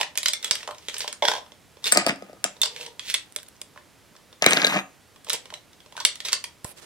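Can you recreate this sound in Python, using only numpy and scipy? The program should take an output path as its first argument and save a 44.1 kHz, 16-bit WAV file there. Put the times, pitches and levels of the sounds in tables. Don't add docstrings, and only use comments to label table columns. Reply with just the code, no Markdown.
import sys
import numpy as np
from scipy import signal
from scipy.fft import rfft, irfft, next_fast_len
from scipy.io import wavfile
from scipy.ndimage import map_coordinates

SR = 44100
rng = np.random.default_rng(int(sys.argv[2]) if len(sys.argv) > 2 else 0)


def elevation(decibels):
    levels = np.asarray(decibels, float)
    return 10 ** (levels / 20)


def store_wav(level_fs):
    pcm = np.round(np.clip(np.atleast_2d(level_fs), -1, 1) * 32767)
    wavfile.write(sys.argv[1], SR, pcm.T.astype(np.int16))


N = 302085
LENGTH = 4096
SIDES = np.array([[.5], [-.5]])  # left, right share of a pan in dB

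# centre_hz, width_hz, level_db
TUBES = [(1970, 310, -1), (2930, 150, -28.5), (3520, 92, 4), (5210, 73, 5.5), (5520, 390, 6),
         (7250, 83, -11)]
# centre_hz, width_hz, level_db
POT = [(470, 106, 5), (599, 22, 16.5), (845, 217, 3.5), (1026, 96, 14.5), (1140, 14, -22.5)]
# centre_hz, width_hz, level_db
DESK = [(148, 21, -0.5), (195, 7, 10.5), (274.7, 25, 7), (346, 24, 1.5), (600, 35, -4), (760, 82, 3),
        (1241, 50, 5)]


def unit(x):
    return x / np.sqrt(np.mean(x ** 2) + 1e-20)


def along(points, hz):
    f, v = np.transpose(points)
    return np.interp(np.log(hz + 1), np.log(f + 1), v)


def filtered(x, response):
    m = next_fast_len(N + 8192)
    return irfft(rfft(x, m) * response(np.fft.rfftfreq(m, 1 / SR)), m)[..., :N]


def mode(f, hz, width):
    return 1j * f * width / (hz * hz - f * f + 1j * f * width)


def body(f, peaks):
    return sum((-1) ** k * elevation(db) * mode(f, hz, abs(w) + 5) for k, (hz, w, db) in enumerate(peaks))


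def contacts(rows, hollow, broad, crack_s, sharpness, bright_db, shell=TUBES, rise_s=0.0021, punch=2.52):
    s, db, knock_db, edge_db, hz, knock_hz = np.transpose(rows)[:, :, None]
    t, f = np.arange(LENGTH) / SR, np.fft.rfftfreq(LENGTH, 1 / SR)
    shape = (len(s), LENGTH)
    crack = rng.standard_normal(shape) * elevation(-60 * t / min(crack_s, .016)) * (1 - np.exp(-t / rise_s))
    push = rfft(crack) + punch * np.exp(-2j * np.pi * f * 0.0006)
    snap = rfft(rng.standard_normal(shape) * elevation(-60 * t / 0.0071))
    clean_push = push + 22 * np.exp(-2j * np.pi * f * 0.00044)

    ring = mode(f, hz, hz / np.clip(sharpness, 2, 9))
    walls = broad + 0.5 * body(f, shell) + 1.5 * ring
    walls = walls * mode(f, 4000, 11900) ** 2 / (1 + 1j * f / 8000) ** 2
    knock = 0.42 * body(f, hollow) + mode(f, knock_hz, knock_hz / 3.2)
    knock = knock * mode(f, knock_hz, 1.4 * knock_hz)
    edge = mode(f, 8300, 5000) ** 2 * mode(f, 8000, 7000)

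    parts = [irfft(p) for p in (push * walls, clean_push * knock, snap * edge)]
    gains_db = (db, db + knock_db + 3.5, db + edge_db + bright_db)
    sound = sum(elevation(g) * p / abs(p).max(axis=1, keepdims=True) for g, p in zip(gains_db, parts))
    buses = np.zeros((4, N + LENGTH))
    for k, row in enumerate(sound):
        buses[k % 4, round(s[k, 0] * SR):][:LENGTH] += row
    return buses[:, :N]


def clicks(rows, knock_db, knock_hz):
    return [(s, db, knock_db, edge_db, hz, knock_hz) for s, db, edge_db, hz in rows]


def knocks(rows, edge_db, ring_hz):
    return [(s, db, knock_db, edge_db, ring_hz, hz) for s, db, knock_db, hz in rows]


def rings(rows):
    rise_s = .001
    out, t = np.zeros(N + 2 * LENGTH), np.arange(2 * LENGTH) / SR
    for s, db, hz, t60 in rows:
        tone = np.sin(2 * np.pi * hz * t) * (1 - np.exp(-t / rise_s))
        out[round(s * SR):][:len(t)] += elevation(db - 60 * t / t60) * tone
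    return out[:N]


def picking():
    # start_s, peak_db, edge_db, ring_hz
    tube_clicks = [(0.03, -16.5, -37.5, 2370), (0.175, -12, -10.5, 3360), (0.1835, -16, -15, 5100),
                   (0.2313, -15.5, -12.5, 3640), (0.2584, -5, -22.5, 3700), (0.2837, -8, -13.5, 3760),
                   (0.3342, -10.5, -15.5, 4160), (0.4274, -24, -14.5, 3600), (0.436, -29, -18, 2700),
                   (0.4444, -16, -11, 3630), (0.5102, -1, -27, 5550), (0.5543, -17.5, -13, 3300),
                   (0.6064, -30, -27, 1920), (0.7821, -32, -25, 5600), (0.9418, -19.5, -39, 5550),
                   (0.9664, -20, -37, 3540), (0.9826, -39, 7.5, 3500), (0.9945, -33.5, -0.5, 3520),
                   (1.0054, -13, -41, 5300), (1.1273, -21, -14.5, 6940),
                   (2.6166, -13, -6, 3740),
        (2.633, -5.5, -44, 4900),
        (2.6351, -15, -45.5, 3660),
        (2.6575, -11, -21.5, 4900),
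        (2.9942, -20, -20.5, 3400),
        (3.1414, -11, -11, 3480),
        (4.164, -35.5, -41, 2900),
                   (5.246, -36.5, -12, 4300), (5.2969, -18, -8.5, 3720), (5.301, -10, -49.5, 3640),
                   (5.332, -18, -6, 3400), (5.731, -39.5, -26, 3430), (5.8036, -37.5, -27.5, 3570),
                   (6.002, -17, -25.5, 4500), (6.0504, -1, -13.5, 4100), (6.1564, -28.5, -10, 3300),
                   (6.2031, -18, -26.5, 4060), (6.25, -19, -31.5, 3760), (6.2842, -16.5, -23, 3520),
                   (6.253, -16.5, -28, 5640), (6.292, -21, -23.5, 4240), (6.322, -16.5, -23, 3670),
                   (6.3298, -5.5, -13, 4620), (6.3381, -11.5, -57.5, 4330), (6.4407, -19.5, -14.5, 3380)]
    # start_s, peak_db, knock_db, knock_hz
    pot_knocks = [(0.0024, -45, 17.5, 875), (0.0114, -8.5, -13, 850), (0.155, -23.5, -19.5, 660),
                  (0.4783, -24.5, -22, 500), (0.63, -26.5, -13, 1630), (0.6756, -21, -6.5, 1050),
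                  (0.6886, -48.5, 21.5, 1130), (0.7094, -27.5, -3.5, 1110), (0.7467, -34, -15, 625),
                  (0.8843, -15, -20, 414), (0.895, -23, -29, 680), (1.0164, -22, -19, 1070),
                  (1.0434, -30.5, 1, 960), (1.0776, -16, -16.5, 570),
                  (2.566, -38.5, -11, 505), (2.7622, -24, -39, 457), (2.811, -22, -44, 476),
                   (2.863, -24, -20, 463), (3.1464, -11, -34, 700), (3.76, -50.5, 8, 1200),
                   (3.7755, -42.5, 6.5, 1790), (4.125, -62.5, 7, 219), (4.14, -61, 6, 350),
                   (4.152, -48, -2, 1300), (4.3277, -36.5, -12, 557), (5.1607, -38, -15, 1120),
                   (5.2678, -35, -5, 1120), (5.456, -30, -16, 466), (5.503, -31, -11, 1620),
                   (5.5244, -41.5, 4, 685), (5.539, -23, -24, 1096), (5.861, -39.5, -9.5, 470),
                   (5.9235, -34, -11, 880), (5.9668, -22.5, -23, 960), (5.976, -28, -8, 1210),
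                   (6.0092, -29, -12, 1450)]
    picked = clicks(tube_clicks, knock_db=-29.0, knock_hz=600)
    picked += knocks(pot_knocks, edge_db=-22.5, ring_hz=3300)
    return contacts(sorted(picked), POT, broad=0.94, crack_s=0.017, sharpness=2.76, bright_db=15, punch=1.58)


def bounces(count):
    first_s, flight_s, shrink = 1.3154, .0205, .77
    first_db, loss_db, knock_db, knock_hz = -12.5, 3, -8.5, 850
    rows = []
    for k in range(count):
        at_s = first_s + flight_s * (1 - shrink ** k) / (1 - shrink)
        rows.append((at_s, first_db - loss_db * k, knock_db, knock_hz))
    return rows


def falling():
    # start_s, peak_db, knock_db, knock_hz
    fall = [
        (1.2225, -15.5, -2, 780),
        (1.228, -16, -6, 650),
        (1.2485, -20, -4.5, 900),
        (1.279, -10, -22, 900),
        (1.2364, -21, 1, 900),
        (1.252, -6.5, -15, 860),
        (1.2832, -2.5, -15, 834),
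        (1.4631, -40, -8, 1190),
        (1.5194, -33, -15, 526),
        (1.7694, -41, -4.5, 446),
    ]
    rows = knocks(fall + bounces(count=8), edge_db=-22, ring_hz=3400)
    return contacts(rows, POT, broad=0.6, crack_s=0.021, sharpness=8.1, bright_db=-40.0)


def pot_rings():
    # start_s, level_db, pitch_hz, t60_s
    clear_modes = [(1.2235, -16.5, 592, 0.08), (1.2235, -24, 960, .05), (1.2235, -14, 2140, 0.022),
                   (1.2235, -13, 3400, 0.028), (1.2505, -17, 3300, 0.035), (1.2505, -22, 1600, .04),
                   (1.283, -14.5, 1482, 0.041), (1.283, -27, 3520, 0.028), (1.316, -22, 1600, 0.049),
                   (5.925, -52, 980, .03), (5.953, -33, 950, 0.023), (5.976, -24, 967, 0.028),
                   (5.976, -28, 1550, 0.039), (5.991, -35, 1480, .06), (6.005, -25, 973, 0.042),
                   (6.013, -27, 3400, .02), (6.019, -39, 1090, .05), (6.441, -34.5, 957, 0.037),
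                   (.2595, -15, 4900, .03), (.284, -28, 3520, 0.045), (.287, -17, 4900, 0.037),
                  (.3345, -18, 3530, 0.039), (.34, -34.5, 2110, 0.11), (.4455, -17, 3400, 0.025),
                  (.511, -14, 5550, 0.018), (.512, -12, 3800, .02), (1.842, -21.5, 3600, .06),
                  (1.8675, -28.5, 2800, 0.18), (4.11, -50, 201, .2), (2.6157, -9, 3590, 0.037),
                  (2.6335, -11, 3490, .03), (2.6335, -9.5, 4780, 0.019), (2.657, -26, 5030, 0.031),
                  (2.995, -19.5, 3320, 0.017), (3.1417, -16, 3480, 0.033), (6.051, -27, 3846, 0.025)]
    return rings(clear_modes)


def hums():
    # start_s, end_s, level_db, pitch_hz, width_hz
    drags = [
        (2.69, 2.91, -46, 474, 32),
        (2.77, 2.93, -56, 931, 40),
    ]
    edge_s, sag_db = .015, 5
    t, out = np.arange(N) / SR, 0
    for start, end, db, hz, width_hz in drags:
        tone = unit(filtered(rng.standard_normal(N), lambda f: mode(f, hz, width_hz) ** 2))
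        level = elevation(db - sag_db * (t - start) / (end - start))
        out = out + tone * level * np.clip(np.minimum(t - start, end - t) / edge_s, 0, 1)
    return out


def dropping():
    # start_s, peak_db, edge_db, ring_hz
    sharp = [(1.8418, -13, -20, 3560), (1.846, -19, -18, 3580), (1.8566, -12, -18, 3550),
             (1.8672, -9, -18, 3480), (1.879, -13, -20, 3600), (1.917, -11, -7, 5440),
             (1.922, 2.5, 14, 8450), (1.926, -3.5, 0, 8340), (1.9505, -19.5, -11, 4600),
             (2.084, -11.5, -4, 5200), (2.0915, -13.5, -10.5, 5200), (2.11, -27.5, -13, 5500),
             (2.4415, -2, 4, 7040)]
    # start_s, peak_db, knock_db, knock_hz
    dull = [(1.949, -12, -19, 600), (1.9727, 5.5, -17.5, 670), (2.0648, -5, -11, 606),
            (2.0725, -16, 1, 720), (1.926, -16, -7, 600), (1.959, -24.5, 7, 670), (2.123, -32.5, 3.5, 300),
            (2.0843, -19.5, -12, 310), (2.0914, -18, -29, 450), (2.1094, -33, 1, 620),
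            (2.1594, -33.5, -11, 273), (2.2227, -34.5, 3.5, 530), (2.296, -46, 8, 560),
            (2.3305, -37.5, -0.5, 510), (2.4484, -29.5, 6.5, 670), (2.462, -22, -12, 1230)]
    # centre_hz, width_hz, level_db
    lying = [(2030, 420, -2.5), (3480, 180, -28.5), (4900, 170, 1), (5600, 660, -15), (8300, 500, 9)]
    rows = clicks(sharp, knock_db=-37, knock_hz=700) + knocks(dull, edge_db=2.5, ring_hz=4920)
    return contacts(sorted(rows), DESK, broad=0.62, crack_s=0.0087, sharpness=10, bright_db=-16.5,
                    shell=lying, rise_s=0.00055)


def tossing():
    # start_s, peak_db, edge_db, ring_hz
    blows = [
        (4.4227, -2.5, -22, 5680),
        (4.4625, 8.5, -17.5, 2230),
        (4.508, -10.5, 1, 3380),
        (4.5324, -2, -13, 6090),
        (4.6465, -1.5, -20, 3920),
    ]
    # start_s, peak_db, knock_db, knock_hz
    thuds = [(4.4245, -17.5, -1, 700), (4.4655, -24, 0, 600), (4.5155, -41, -2.5, 600),
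             (4.5473, -41, 3, 1290), (4.569, -21, 3, 600), (4.6127, -45, 14, 810), (4.638, -39, 9, 600),
             (4.6977, -23, 1, 900), (4.7237, -31, 9.5, 1020), (4.7406, -25, 2, 600),
             (4.7674, -24.5, 6, 760), (4.777, -38.5, 12.5, 600), (4.7895, -26.5, 3, 1270)]
    # start_s, peak_db, ring_hz
    chatter = [(4.4418, -12.5, 6000), (4.4964, -20.5, 5500), (4.5151, -10.5, 2480), (4.5455, -16.5, 4500),
               (4.5645, -14, 4300), (4.5685, -9.5, 5460), (4.5715, -3.5, 3800), (4.5975, -18.5, 4200),
               (4.612, -23, 5000), (4.6175, -9, 3860), (4.627, -19.5, 5050), (4.6394, -21.5, 2340),
               (4.654, -17, 5200), (4.6677, -5.5, 4000), (4.6722, -6.5, 4400), (4.68, -16.5, 5200),
               (4.6985, -16, 2300), (4.724, -23, 5000), (4.741, -17.5, 4520), (4.752, -22, 2300),
               (4.761, -29.5, 5000), (4.768, -30.5, 4430), (4.79, -36, 3800)]
    # centre_hz, width_hz, level_db
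    arms = [(1620, 140, 4.5), (2240, 850, 5.5), (3860, 300, 1), (5550, 900, -4.5), (6760, 690, -1)]
    top_hz = 8000
    dull = clicks([(s, db, -60, hz) for s, db, hz in chatter], knock_db=-19.5, knock_hz=560)
    dull += knocks(thuds, edge_db=-64.5, ring_hz=2136)
    hard = contacts(clicks(blows, knock_db=-17, knock_hz=500), DESK, broad=0.5, crack_s=0.0085, sharpness=5,
                    bright_db=0, shell=arms, rise_s=.0003)
    clatter = contacts(sorted(dull), DESK, broad=0.17, crack_s=0.0065, sharpness=2.8, bright_db=-0.5,
                       shell=arms, rise_s=0.00045)
    return hard, filtered(clatter, lambda f: 1 / (1 + 1j * 1.4 * f / top_hz - (f / top_hz) ** 2))


def desk_rings():
    # start_s, level_db, pitch_hz, t60_s
    modes = [(1.922, -4, 8400, .03), (1.9727, -23.5, 318, 0.08), (2.0648, -26.5, 310, 0.091),
             (2.09, -31, 318, 0.062), (4.486, -28, 8360, 0.28), (4.571, -3, 1610, 0.017),
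             (4.618, -15, 3860, 0.017), (4.619, -15.5, 1615, .04), (4.6465, -8.5, 1620, 0.029),
             (4.6465, -4.5, 3860, .02), (4.6677, -16, 3860, .015), (4.673, -16, 1620, .04),
             (4.698, -30, 3800, .12), (4.79, -28, 3800, 0.045)]
    return rings(modes)


def tweezers():
    # pitch_hz, level_db, t60_s
    steel = [(3763, -5, .2), (6633, -6, 1.2), (7575, -14, .4), (8360, -2, .6), (8452, -1, .7),
             (10105, -6, .8), (12012, -3, 1.1), (12900, -4, .55), (14150, -7, .18)]
    # start_s, level_db
    blows = [
        (4.423, -42),
        (4.487, -38),
        (4.533, -41),
        (4.647, -39),
    ]
    flat_s = 4.8
    out, t = np.zeros(N + SR), np.arange(SR // 2) / SR
    for s, db in blows:
        luck = rng.standard_normal((len(steel), 2))
        lying_s = np.clip(t + s - flat_s, 0, None)
        for (hz, level, t60), (a, b) in zip(steel, luck):
            fall_db = 60 * t / t60 + lying_s * 300 * (hz / 10000) ** 2
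            tone = np.sin(2 * np.pi * hz * t + b) * (1 - np.exp(-t / .002))
            out[round(s * SR):][:len(t)] += elevation(db + level + 1.5 * a - fall_db) * tone
    return out[:N]


def bends():
    # start_s, level_db, pitch_hz, t60_s
    modes = [
        (4.45, -34, 2240, .03),
        (4.4635, -3, 2240, 0.02),
        (4.489, -28, 2240, .03),
        (4.516, -22, 2290, .03),
        (4.534, -16, 2240, .02),
        (4.598, -22, 2240, 0.044),
        (4.636, -26, 2240, .025),
    ]
    return rings(modes) * elevation(5 * SIDES)


def close_contacts():
    # start_s, peak_db, edge_db, ring_hz
    near_clicks = [
        (3.362, -14, -23, 3640),
        (3.3994, -33, -34, 4900),
        (3.4302, -34, -26, 1580),
        (3.4835, -43, -20, 4250),
        (3.6153, -23.5, -23, 4910),
        (6.6453, -23, -20, 7700),
    ]
    # start_s, peak_db, knock_db, knock_hz
    thump = [
        (6.648, -31, -1.5, 600),
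    ]
    rows = clicks(near_clicks, knock_db=-24.5, knock_hz=434) + knocks(thump, edge_db=-32, ring_hz=1600)
    return contacts(rows, POT, broad=1.0, crack_s=0.038, sharpness=22, bright_db=25.5)


def ticks():
    # start_s, peak_db, ring_hz
    creaks = [(3.263, -50.5, 10500), (3.324, -39.5, 8800), (3.351, -47, 10500), (3.388, -36, 3550),
              (3.421, -46.5, 8000), (3.432, -39, 12000), (3.465, -51.5, 4000), (3.4695, -51, 6650),
              (3.487, -37, 10200), (3.555, -54, 7000), (3.566, -51.5, 6000)]
    sharpness = 6
    out, t = np.zeros(N + LENGTH), np.arange(LENGTH // 8) / SR
    for s, db, hz in creaks:
        decay = np.exp(-np.pi * hz / sharpness * t)
        out[round(s * SR):][:len(t)] += elevation(db + 13.5) * np.sin(2 * np.pi * hz * t) * decay
    return out[:N]


def grains(per_s, spread_db, smooth):
    size = elevation(spread_db * np.minimum(rng.exponential(size=N), 4))
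    slips = (rng.random(N) < per_s / SR) * rng.standard_normal(N) * size
    return unit(slips) + smooth * rng.standard_normal(N)


def strokes():
    # strongest_s, rise_s, fall_s, scrape_db, rumble_db
    moves = [(0.01, 0.12, 0.0097, -25, -53), (0.452, 0.026, 0.06, -33, -43), (0.6, 0.22, 0.11, -40, -49.5),
             (1.042, 0.21, 0.028, -32, -47.5), (1.242, 0.014, 0.083, -29, -37),
             (1.299, 0.027, 0.056, -30, -36.5), (1.872, 0.034, 0.045, -19.5, -35),
             (1.961, 0.035, 0.12, -20.5, -28), (2.099, 0.034, 0.017, -17.5, -25.5),
             (2.2, 0.026, 0.3, -50, -48.5), (2.73, 0.27, 0.39, -68, -50), (4.43, 0.012, .08, -19, -39),
             (4.758, 0.082, .05, -25.5, -28), (2.83, 0.18, 0.069, -35, -59),
             (3.106, 0.068, 0.032, -24.5, -52.5), (3.15, 0.026, 0.065, -33, -72),
             (3.769, 0.046, 0.069, -56, -54), (5.29, 0.022, 0.0039, -31.5, -41.5),
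             (5.336, 0.019, 0.032, -21, -37), (6.01, 0.044, 0.024, -33.5, -63),
             (6.256, 0.011, 0.041, -23, -43.5), (6.325, 0.009, 0.0087, -24, -42)]
    drop_db = 20
    skid_start_s, skid_end_s, skid_stop_s = 4.464, 4.795, 0.023
    skid_db, skid_rumble_db, skid_sag_db = -15.5, -34.5, 12
    at, rise, fall, *levels = np.transpose(moves)[:, :, None]
    t = np.arange(0, N, 16) / SR
    away = np.maximum((at - t) / abs(rise), (t - at) / abs(fall))
    fade_db = drop_db * away * (1 + (away > 1.5) * 4)
    share = (t - skid_start_s) / (skid_end_s - skid_start_s)
    stop_db = drop_db * np.clip(t - skid_end_s, 0, None) / skid_stop_s
    skids = (skid_db - skid_sag_db * share - stop_db, skid_rumble_db - stop_db)
    gains = []
    for db, skid in zip(levels, skids):
        gain = elevation(db - fade_db).sum(axis=0) + elevation(skid) * (share > 0)
        gains.append(np.interp(np.arange(N) / SR, t, gain))
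    return gains


def rubbing():
    # freq_hz, level_db
    scrape_tone = [(590, -21), (1000, -27), (1480, -10), (1890, -5.5), (3420, 0), (6330, -7.5), (9830, -9),
                   (16000, -20.5)]
    # freq_hz, level_db
    slide_tone = [(130, -58.5), (350, -10.5), (700, -10.5), (2400, 2), (4500, -17.5), (7500, -16),
                  (9000, -38), (16000, -70.5)]
    # centre_hz, width_hz, level_db
    slide_body = [(570, 54, -3.5), (1295, 54, 8), (1620, 84, -6.5), (2230, 100, 14.5), (3800, 82, 1)]
    pot_body = [(483, 73, 2.0), (960, 77, -1.5)]
    slips, shake = grains(3500, 2.6, smooth=0.13), grains(500, 3.3, smooth=0.36)
    dull_slips = grains(1200, 2.7, smooth=0.15)
    tubes = unit(filtered(slips, lambda f: elevation(along(scrape_tone, f)) * (7.1 + body(f, TUBES))))
    slide = unit(filtered(dull_slips, lambda f: elevation(along(slide_tone, f)) * (3.6 + body(f, slide_body))))
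    pot = unit(filtered(shake, lambda f: body(f, pot_body) * mode(f, 380, 2000)))
    desk = unit(filtered(shake, lambda f: body(f, DESK) * mode(f, 380, 2000)))
    scrape, rumble = elevation([[-4.5], [-2]]) * strokes()
    t = np.arange(N) / SR
    left = ((t > 1.91) & (t < 2.55)) | ((t > 4.38) & (t < 4.9))
    return (scrape * tubes + rumble * pot) * ~left, (scrape * slide + rumble * desk) * left


def brush():
    # start_s, length_s, skin_db, sheen_db
    slides = [
        (6.652, .065, -49, -48),
        (6.776, .02, -47.5, -74),
        (6.823, .05, -48.5, -81.5),
    ]
    # freq_hz, level_db
    skin_tone = [(180, -41), (300, -1), (372, -0.5), (2100, -4), (8640, -7), (16000, -23.5)]
    edge_s, pan_db, sheen_hz, sheen_width_hz = 0.016, -5, 10000, 6500
    t, out = np.arange(N) / SR, 0
    slips = np.array([grains(3000, 1.5, smooth=0.92) for _ in "LR"])
    skin = unit(filtered(slips, lambda f: elevation(along(skin_tone, f))))
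    sheen = unit(filtered(slips, lambda f: mode(f, sheen_hz, sheen_width_hz) ** 3))
    for s, length, skin_db, sheen_db in slides:
        swell = np.clip(np.minimum(t - s, s + length - t) / edge_s + 1, 0, 1)
        out = out + swell * (elevation(skin_db) * skin + elevation(sheen_db) * sheen)
    return out * elevation(pan_db * SIDES)


def jolts():
    # start_s, level_db
    blows = [
        (0.512, -34),
        (1.285, -36),
        (1.973, -36.5),
        (4.466, -23),
        (6.6453, -23.5),
    ]
    out, u = np.zeros(N + LENGTH), np.arange(LENGTH) / SR / 0.00068
    for s, db in blows:
        out[round(s * SR):][:LENGTH] += elevation(db) * np.e * u * np.exp(-u)
    return filtered(out[:N], lambda f: mode(f, 130, 200) * mode(f, 120, 260)) * elevation(-5 * SIDES)


def heard(buses, lag, pan_db, scatter):
    from_hz, step_hz = 1400, 1334
    knots, out = rng.standard_normal((len(buses), 64)), 0
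    for x, k in zip(buses, knots):
        def turn(f):
            wander = map_coordinates(k, [f / step_hz], mode="nearest")
            bend = scatter * wander * f / (f + from_hz)
            return np.exp(2j * SIDES * (bend - np.pi * f * lag / SR))
        out = out + filtered(x, turn)
    return elevation(pan_db * SIDES) * out


def room(buses):
    # freq_hz, t60_s
    decay = [(150, 0.24), (800, 0.29), (3000, 0.23), (8000, 0.2), (15000, 0.029)]
    hz, t, z = signal.stft(rng.standard_normal((len(buses), 2, SR // 3)), SR, nperseg=256)
    shared = np.clip(along([(200, 0.92), (900, 0.48), (2500, 0.21)], hz), 0, 1)[:, None]
    z[:, 1] = shared * z[:, 0] + np.sqrt(1 - shared ** 2) * z[:, 1]
    tail = signal.istft(z * elevation(-60 * t / along(decay, hz)[:, None]), SR, nperseg=256)[1]
    tail = np.pad(tail / np.linalg.norm(tail[0, 0]), ((0, 0), (0, 0), (130, 0)))
    return signal.fftconvolve(buses[:, None], tail, axes=2)[..., :N].sum(axis=0)


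def hiss():
    # freq_hz, level_db
    tone = [(20, -41), (88, -23.5), (300, -27), (1050, -34), (2200, -36), (5560, -40.5), (10900, -44),
            (15600, -51), (16300, -77)]
    # freq_hz, correlation
    alike = [(60, 0.6), (240, 0.44), (950, 0.71), (3770, 0.93), (15000, 0.45)]

    def shape(f):
        turn = np.arccos(np.clip(along(alike, f), -1, 1)) / 2
        return elevation(along(tone, f)) * [np.cos(turn), np.sin(turn)]

    mid, side = filtered(rng.standard_normal((2, N)), shape)
    return elevation(np.array([[-57], [-55]])) * unit(np.array([mid + side, mid - side]))


def scene():
    front = picking() + falling()
    drop = dropping()
    hard, toss = tossing()
    close = close_contacts()
    rub_front, rub_left = rubbing()
    front[0] += rub_front
    front[1] += pot_rings() + hums()
    toss[0] += rub_left
    toss[1] += desk_rings()
    close[1] += ticks()
    near = heard(front + close, lag=2.1, pan_db=-3, scatter=.25)
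    aside = heard(np.vstack([drop + toss + hard, tweezers()]), lag=-9, pan_db=1.8, scatter=.6)
    dulled = filtered(elevation(-11.5) * toss + elevation(-14) * hard, lambda f: 1 / (1 + 1j * f / 4500) ** 2)
    echo = room(elevation(-8) * front + elevation(-12.5) * close + elevation(-10.5) * drop + dulled)
    return near + aside + bends() + echo + jolts() + brush() + hiss()


def band_limit(x):
    return signal.sosfilt(signal.butter(12, 16440, fs=SR, output="sos"), x)


def record(dry):
    top_hz = 15850
    clipped = dry / (1 + abs(dry) ** 8) ** (1 / 8)
    return band_limit(filtered(clipped, lambda f: f < top_hz))


dry = scene()
out = record(dry)
store_wav(out)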